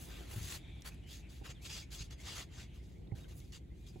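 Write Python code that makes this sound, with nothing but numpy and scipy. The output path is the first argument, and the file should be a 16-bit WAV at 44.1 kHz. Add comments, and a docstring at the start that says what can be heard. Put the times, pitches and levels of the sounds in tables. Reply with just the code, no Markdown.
"""A cotton cloth wipes a steel hatchet in short strokes, close up, over a wooden bench.
First the ribbed knit rasps, fibres catch and slip on the steel and faintly ring it, and the tool
knocks dully in the hands. After a lull the wipes crowd together from 1.4 to 2.7 s, then turn soft.
Just past 3 s the tool knocks again and a palm shifts on the handle.
A low steady rumble and faint birds outside run throughout."""
import sys
import numpy as np
from scipy import signal
from scipy.fft import rfft, irfft
from scipy.io import wavfile
from scipy.ndimage import map_coordinates

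SR = 44100
rng = np.random.default_rng(int(sys.argv[2]) if len(sys.argv) > 2 else 0)


def generate_wav(signal):
    """Clip the signal to [-1, 1] and save it as 16-bit WAV at the path in sys.argv[1]."""
    frames = np.transpose(np.atleast_2d(signal))
    scaled = np.clip(frames, -1, 1) * 32767
    pcm = np.round(scaled).astype(np.int16)
    wavfile.write(sys.argv[1], SR, pcm)


N = 176400
FREQ = np.maximum(np.fft.rfftfreq(N, 1 / SR), 1)
# Stereo width of the cloth. Each row: frequency in Hz, side over mid in dB.
CLOTH_WIDTH = [(500, -2), (1500, -7), (5000, -5.5), (9000, -20)]


def wipes(t):
    """Each wipe swells, holds and lets go; the ribs of the knit make it rasp and the steel rings along."""
    # Each row: start, rise, hold and fall in seconds, relative level in dB, body and air offsets in dB.
    strokes = [ (-.02, 0.028, 0.033, 0.1, -63, -1, 13), (0.06, 0.047, 0.07, 0.19, -64, 7.5, 4.5),
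               (0.273, 0.041, 0.07, 0.05, -61.5, 6.5, 11), (0.354, 0.083, 0.088, 0.073, -54.5, -1.5, 6.5),
               (0.468, 0.049, 0.033, 0.039, -51.5, 0.5, 1), (0.839, 0.025, 0.013, 0.027, -56, 7, 7.5),
               (0.899, 0.0087, 0.041, 0.017, -73, 7.5, -1), (1.06, 0.064, 0.0062, 0.1, -57.5, -8, 1.5),
               (1.287, 0.01, 0.033, 0.12, -67.5, -3, 4), (1.433, 0.027, .004, 0.031, -58, 7.5, -0.5),
               (1.479, 0.027, 0.0081, 0.015, -55, 3, -10), (1.61, 0.023, 0.043, 0.026, -61.5, -6, 3.5),
               (1.641, 0.015, 0.009, 0.015, -51.5, -4.5, -16), (1.68, 0.024, 0.063, 0.09, -50, -5.5, -6.5),
               (1.901, 0.029, 0.023, 0.051, -55, -4, 2), (1.965, 0.052, 0.0075, 0.011, -52, -6.5, -10),
               (2.029, 0.0082, 0.0072, 0.035, -61.5, -9, -3), (2.101, 0.009, 0.019, 0.023, -60.5, 1, -10),
               (2.171, 0.039, 0.009, 0.028, -62.5, -0.5, -1), (2.225, 0.049, 0.035, 0.13, -52.5, 1.5, -6.5),
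               (2.304, 0.063, 0.04, 0.048, -52, 1.5, -4), (2.495, 0.1, 0.018, 0.058, -58.5, 1.5, -11),
               (2.729, 0.017, 0.02, 0.056, -72.5, 3.5, 2.5), (2.813, 0.021, .01, 0.24, -75.5, -8, 1),
               (3.149, 0.0063, 0.039, 0.1, -70, 5.5, 4), (3.278, .005, 0.035, .035, -69.5, 5, 2),
               (3.322, 0.065, .006, 0.017, -70.5, -3, 15.5), (3.4, 0.0036, .008, 0.22, -73, -10, 3),
               (3.52, 0.0051, 0.034, 0.036, -59, -3, -6.5), (3.727, 0.055, 0.29, 0.12, -77.5, -12, 3.5),
               (3.86, 0.008, 0.014, 0.038, -66, -4.5, 2)]
    # Cloth on steel. Each row: frequency in Hz, spectral density in dB.
    rub_spectrum = [(150, -14), (400, -1.5), (900, -2), (2100, 0.76), (3700, 2), (5200, -3), (7400, -1.24),
                    (8700, -6), (11500, -9), (13800, -10.5), (16000, -14.5)]
    rib_hz, rib_drift, rib_db = 88, .25, .7
    judder_hz, judder_db = 126, .9
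    power = np.zeros((3, N))  # body, centre and air bands
    for start, rise, hold, fall, db, body_db, air_db in strokes:
        attack, release = (t - start) / rise, 1 - (t - start - rise - hold) / fall
        envelope = np.clip(np.minimum(attack, release), 0, 1)
        power += (undb([db + body_db, db, db + air_db])[:, None] * envelope) ** 2
    corners_hz = [1200, 5000, 7500, 11000]
    band_gains = [0.81, 0.017, 0, 0.17], [0.012, 0.95, 0.89, 0.15], [0, 0, 0.15, 0.82]
    bands = [np.interp(np.log(FREQ), np.log(corners_hz), gains) for gains in band_gains]
    ribs = np.sin(2 * np.pi * np.cumsum(rib_hz * (1 + rib_drift * walk(9.47))) / SR)
    drive = np.sqrt(power) * undb(rib_db * ribs + judder_db * walk(judder_hz))
    spectra = [(rfft(drive * fibres()) * bands).sum(axis=0) for _ in range(2)]
    rubs = [irfft(spectrum * colour(rub_spectrum), N) for spectrum in spectra]
    mid, side = (rub + steel_ring(rub, t) for rub in rubs)
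    return undb(7) * stereo(mid, filtered(side, CLOTH_WIDTH))


def fibres():
    """Countless slipping fibres with sharper snags among them."""
    snags_per_s, scatter_db, snag_db = 4000, 1, -4
    snags = (rng.random(N) < snags_per_s / SR) * rng.standard_normal(N)
    snags *= undb(scatter_db * np.minimum(rng.exponential(size=N), 4))
    return unit(rng.standard_normal(N) + undb(snag_db) * unit(snags))


def steel_ring(rub, t):
    """The rub excites the modes of the hand-damped steel."""
    # Each row: frequency in Hz, relative lift in dB.
    modes = [(2810, 3), (3381, 7.5), (4390, 3), (4667, 0.5), (4900, 10.5), (5380, 6), (6250, 8),
             (6500, 10.5), (6884, 2), (7666, 5), (8604, 1), (10659, 10)]
    # The ring grows, then is damped as the cloth reaches the handle. Each row: time in s, gain in dB.
    freedom = [(0, -3), (2.2, 2), (2.8, -2)]
    half_width_hz = 24
    response = sum(undb(db - 1) / (1 + 2j * (FREQ - hz) / half_width_hz) for hz, db in modes)
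    return irfft(rfft(rub * undb(contour(freedom, t))) * response, N)


def drag(t):
    """Bunched folds keep rustling softly between wipes."""
    # Each row: time in seconds, level in dB.
    levels = [(0, -65), (.7, -67.5), (1.05, -70), (1.6, -70), (2.7, -72), (3, -78), (3.7, -78.5), (4, -74)]
    # Each row: frequency in Hz, spectral density in dB.
    fold_spectrum = [(300, -1), (700, 8), (1200, -3), (2200, 7), (3700, 3), (5000, -9), (8000, -6),
                     (11000, -11.5), (16000, -36)]
    mid, side = (unit(filtered(fibres(), fold_spectrum)) for _ in range(2))
    return stereo(mid, filtered(side, CLOTH_WIDTH)) * undb(contour(levels, t) - 0.5 * walk(34))


def sliding_contact(rub):
    """As the contact slides along the steel, narrow bands of the rub come and go."""
    depth_db, patch_hz, patch_s = 2.1, 400, .025
    f, t, spectrogram = signal.stft(rub, SR, nperseg=512)
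    patches = rng.standard_normal((int(f[-1] / patch_hz) + 2, int(t[-1] / patch_s) + 2))
    grid = np.meshgrid(f / patch_hz, t / patch_s, indexing="ij")
    gain_db = depth_db * map_coordinates(patches, grid, mode="mirror")
    return signal.istft(spectrogram * undb(gain_db), SR)[1][..., :N]


def ticks():
    """A thread or fingertip catches with a dry snap; narrower bands ring longer."""
    # Each row: start in seconds, level in dB, centre in Hz, width in octaves.
    catches = [(0.808, -63, 12000, .47), (0.821, -51, 5500, 1.1), (.944, -66, 9000, 0.64),
               (1.46, -52, 2000, .6), (2.454, -70, 9000, 0.88), (3.073, -65.5, 3720, 0.27),
               (3.116, -59.5, 2050, 0.12), (3.244, -56.5, 1520, .12), (3.243, -60, 3000, .2),
               (3.402, -56.5, 4500, 0.88), (3.522, -58, 5200, 0.74)]
    one_octave_t60_s, side_db = 0.016, -8
    out, size = np.zeros((2, N + SR)), SR // 10
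    f, age = np.maximum(np.fft.rfftfreq(size, 1 / SR), 1), np.arange(size) / SR
    for start, db, hz, octaves in catches:
        band = np.exp(-(np.log2(f / hz) / octaves) ** 2)
        mid, side = unit(irfft(rfft(rng.standard_normal((2, size))) * band, size))
        envelope = undb(db) * decay(age, one_octave_t60_s / np.sqrt(octaves))
        i = int(start * SR)
        out[:, i:i + size] += envelope * stereo(mid, undb(side_db) * side)
    return out[:, :N]


def handling():
    """The hatchet shifts in the grip: a low thud, and a hollow knock that differs in each ear."""
    # Each row: start in seconds, thud gain in dB, thud pitch in Hz, knock gain in dB, pan in dB.
    blows = [(0.207, -56, 110, -51.5, -4), (0.336, -48, 98, -55.5, -5), (.361, -30.5, 116, -58, 1),
             (0.379, -28.5, 104.4, -65, 3), (0.412, -32, 100.4, -64, 2), (0.442, -33, 89, -80, 2),
             (0.563, -36, 83, -69, 2), (1.414, -48, 106, -53, -9), (2.006, -33, 93.3, -62, -2),
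             (3.12, -29, 127.5, -50.5, -8.5), (3.717, -35.5, 77, -72, 2.5), (3.958, -44, 154, -52.5, -9.5)]
    # Each row: multiple of the thud pitch, T60 in seconds, relative level in dB.
    thud_partials = [(.8, 0.086, -1), (1, 0.093, 0.5), (1.4, 0.1, -6)]
    # Each row: frequency in Hz, T60 in seconds, relative level in dB.
    knock_modes = [(369, 0.052, 7.5), (415, 0.033, -2), (617, 0.084, -8), (806, 0.12, -4)]
    out, age = np.zeros((2, N + SR)), np.arange(SR // 5) / SR
    for start, thud_db, thud_hz, knock_db, pan_db in blows:
        thud_modes = [(ratio * thud_hz, t60_s, db) for ratio, t60_s, db in thud_partials]
        thud = -undb(thud_db) * impact(thud_modes, age, contact_s=0.0074)
        knock = undb(knock_db) * np.array([impact(knock_modes, age, contact_s=0.0011) for _ in range(2)])
        i = int(start * SR)
        out[:, i:i + len(age)] += pan(thud + knock, pan_db)
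    return out[:, :N]


def impact(modes, age, contact_s):
    """Damped modes after a soft contact, detuned at random on every blow."""
    ring = np.zeros(len(age))
    for hz, t60_s, db in modes:
        detuned_hz = hz * (1 + 0.062 * rng.standard_normal())
        ring += undb(db) * np.sin(2 * np.pi * detuned_hz * age) * decay(age, t60_s)
    return ring * (1 - np.exp(-age / contact_s))


def palm(t):
    """Skin creeps over the handle with a low, uneven rub, off to the right."""
    # Each row: time in seconds, level in dB.
    levels = [(.25, -63), (.7, -73), (2.7, -77.5), (3.22, -59.5), (3.55, -76)]
    # Each row: frequency in Hz, spectral density in dB.
    skin_spectrum = [(60, -24), (180, 2.5), (400, -2.5), (750, -13.5), (4000, -60)]
    rub = np.array([noise(colour(skin_spectrum)) for _ in range(2)])
    return pan(rub * undb(contour(levels, t) + 2 * walk(30)), pan_db=-7.5)


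def birds(t):
    """Far raspy glides, a repeated rising note and whistles, smeared by outdoor echoes."""
    # Each row: start and length in seconds, first and last pitch in Hz, level in dB, rasp cutoff in Hz.
    notes = [(0.058, 0.15, 3550, 3560, -66.5, 250), (0.559, 0.28, 3570, 3495, -69.5, 200),
             (0.622, 0.18, 2330, 2335, -71.5, 120), (0.907, 0.037, 2450, 2590, -68, 150),
             (1.021, 0.13, 2850, 3340, -70, 80), (1.059, 0.039, 2100, 2560, -73, 90),
             (1.209, 0.071, 2600, 2390, -72, 170), (1.549, 0.0313, 3700, 3170, -67.5, 90),
             (1.598, 0.053, 2150, 2810, -72, 70), (1.817, 0.028, 2400, 2370, -64.5, 160),
             (2.18, 0.063, 1996, 2420, -69, 60), (2.664, 0.13, 2950, 3060, -74.5, 497)]
    trill_start_s, trill_period_s = 2.178, .152
    trill = [(trill_start_s + k * trill_period_s, .04, 1880, 2307, -78, 45) for k in range(11)]
    song = whistles(t)
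    for start, length, first_hz, last_hz, db, rasp_hz in notes + trill:
        on = (t >= start) & (t < start + length)
        progress = (t[on] - start) / length
        white = rng.standard_normal((2, SR // 2))[:, :len(progress)]
        rasp = signal.sosfilt(signal.butter(2, rasp_hz, fs=SR, output="sos"), white[0] + 1j * white[1])
        phase = 2 * np.pi * np.cumsum(first_hz + (last_hz - first_hz) * progress) / SR
        envelope = np.sqrt(np.sin(np.pi * progress))
        song[on] += undb(db) * unit(envelope * np.real(rasp * np.exp(1j * phase)))
    return song + undb(-4) * echoes(song, t60_s=.4)


def whistles(t):
    """Clean, slightly wavering bird tones."""
    # Each row: start and length in seconds, first and last pitch in Hz, level in dB.
    tones = [(3.198, .06, 3830, 3760, -71), (3.76, 0.266, 2380, 2470, -80)]
    song, waver = np.zeros(N), 1 + .006 * walk(25)
    for start, length, first_hz, last_hz, db in tones:
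        progress = np.clip((t - start) / length, 0, 1)
        phase = 2 * np.pi * np.cumsum((first_hz + (last_hz - first_hz) * progress) * waver) / SR
        song += undb(db) * np.sqrt(2 * np.abs(np.sin(np.pi * progress))) * np.sin(phase)
    return song


def background():
    """A low rumble, alike in both ears, under a thin wavering outdoor hiss."""
    # Each row of both: frequency in Hz, spectral density in dB.
    rumble_spectrum = [(20, -31), (32, -18), (48, -0.5), (62, 2.5), (80, -4.5), (110, -6), (160, -10),
                       (230, -19.5), (340, -19.5), (500, -33.5), (1500, -63)]
    hiss_spectrum = [(500, 11), (2300, -5), (3600, 2.5), (5000, -4), (12000, -20), (16000, -28)]
    # Each row: frequency in Hz, side over mid in dB.
    rumble_width = [(30, -19.5), (80, -16.5), (160, -13), (300, -6), (600, 0)]
    mid, side = (noise(colour(rumble_spectrum)) for _ in range(2))
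    rumble = stereo(mid, filtered(side, rumble_width))
    mid, side = (noise(colour(hiss_spectrum)) for _ in range(2))
    hiss = stereo(mid, undb(5.5) * side) * undb(1.5 * walk(1.8))
    return undb(-50.5) * rumble + undb(-84) * hiss


def echoes(x, t60_s):
    """A diffuse tail, different in each ear."""
    tails = rng.standard_normal((2, SR)) * decay(np.arange(SR) / SR, t60_s)
    return np.array([signal.fftconvolve(x, tail / np.linalg.norm(tail))[:N] for tail in tails])


def undb(db):
    """Decibels to gain."""
    return 10 ** (np.asarray(db) / 20)


def unit(x):
    """Scale to rms 1."""
    return x / np.sqrt(np.mean(x ** 2))


def decay(age, t60_s):
    """Envelope falling 60 dB in t60_s."""
    return np.exp(-np.log(1000) * age / t60_s)


def contour(points, t):
    """Level in dB over time from (s, dB) points."""
    return np.interp(t, *np.array(points).T)


def colour(points):
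    """Gain at each frequency from (Hz, dB) points."""
    hz, db = np.array(points).T
    return undb(np.interp(np.log(FREQ), np.log(hz), db))


def filtered(x, points):
    """Equalise by (Hz, dB) points."""
    return irfft(rfft(x) * colour(points), N)


def noise(gain):
    """Noise of rms 1 with the given spectrum."""
    return unit(irfft(rfft(rng.standard_normal(N)) * gain, N))


def walk(hz):
    """Smooth random drift of rms 1, rolling off at hz."""
    return noise(np.exp(-(FREQ / hz) ** 2))


def stereo(mid, side):
    """Left and right from mid and side."""
    return np.array([mid + side, mid - side])


def pan(x, pan_db):
    """Set left over right by pan_db."""
    return x * undb([[pan_db / 2], [-pan_db / 2]])


def scene():
    """Cloth and hatchet in front with a short echo off the bench; birds and rumble behind."""
    t = np.arange(N) / SR
    cloth = pan(sliding_contact(wipes(t) + drag(t)) + ticks(), pan_db=0.86)
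    near = cloth + handling() + palm(t)
    bench = undb(-17) * echoes(near.mean(axis=0), t60_s=0.15)
    return near + bench + birds(t) + background()


def record(dry):
    """The right microphone lags in the high treble; the top is cut."""
    lag_from_hz, full_turn_hz, cutoff_hz = 6950, 4280, 15800
    spectrum = rfft(dry)
    spectrum[1] *= np.exp(-2j * np.pi * np.maximum(FREQ - lag_from_hz, 0) / full_turn_hz)
    lowpass = signal.ellip(10, .2, 70, cutoff_hz, fs=SR, output="sos")
    return signal.sosfilt(lowpass, irfft(spectrum, N))


dry = scene()
out = record(dry)
generate_wav(out)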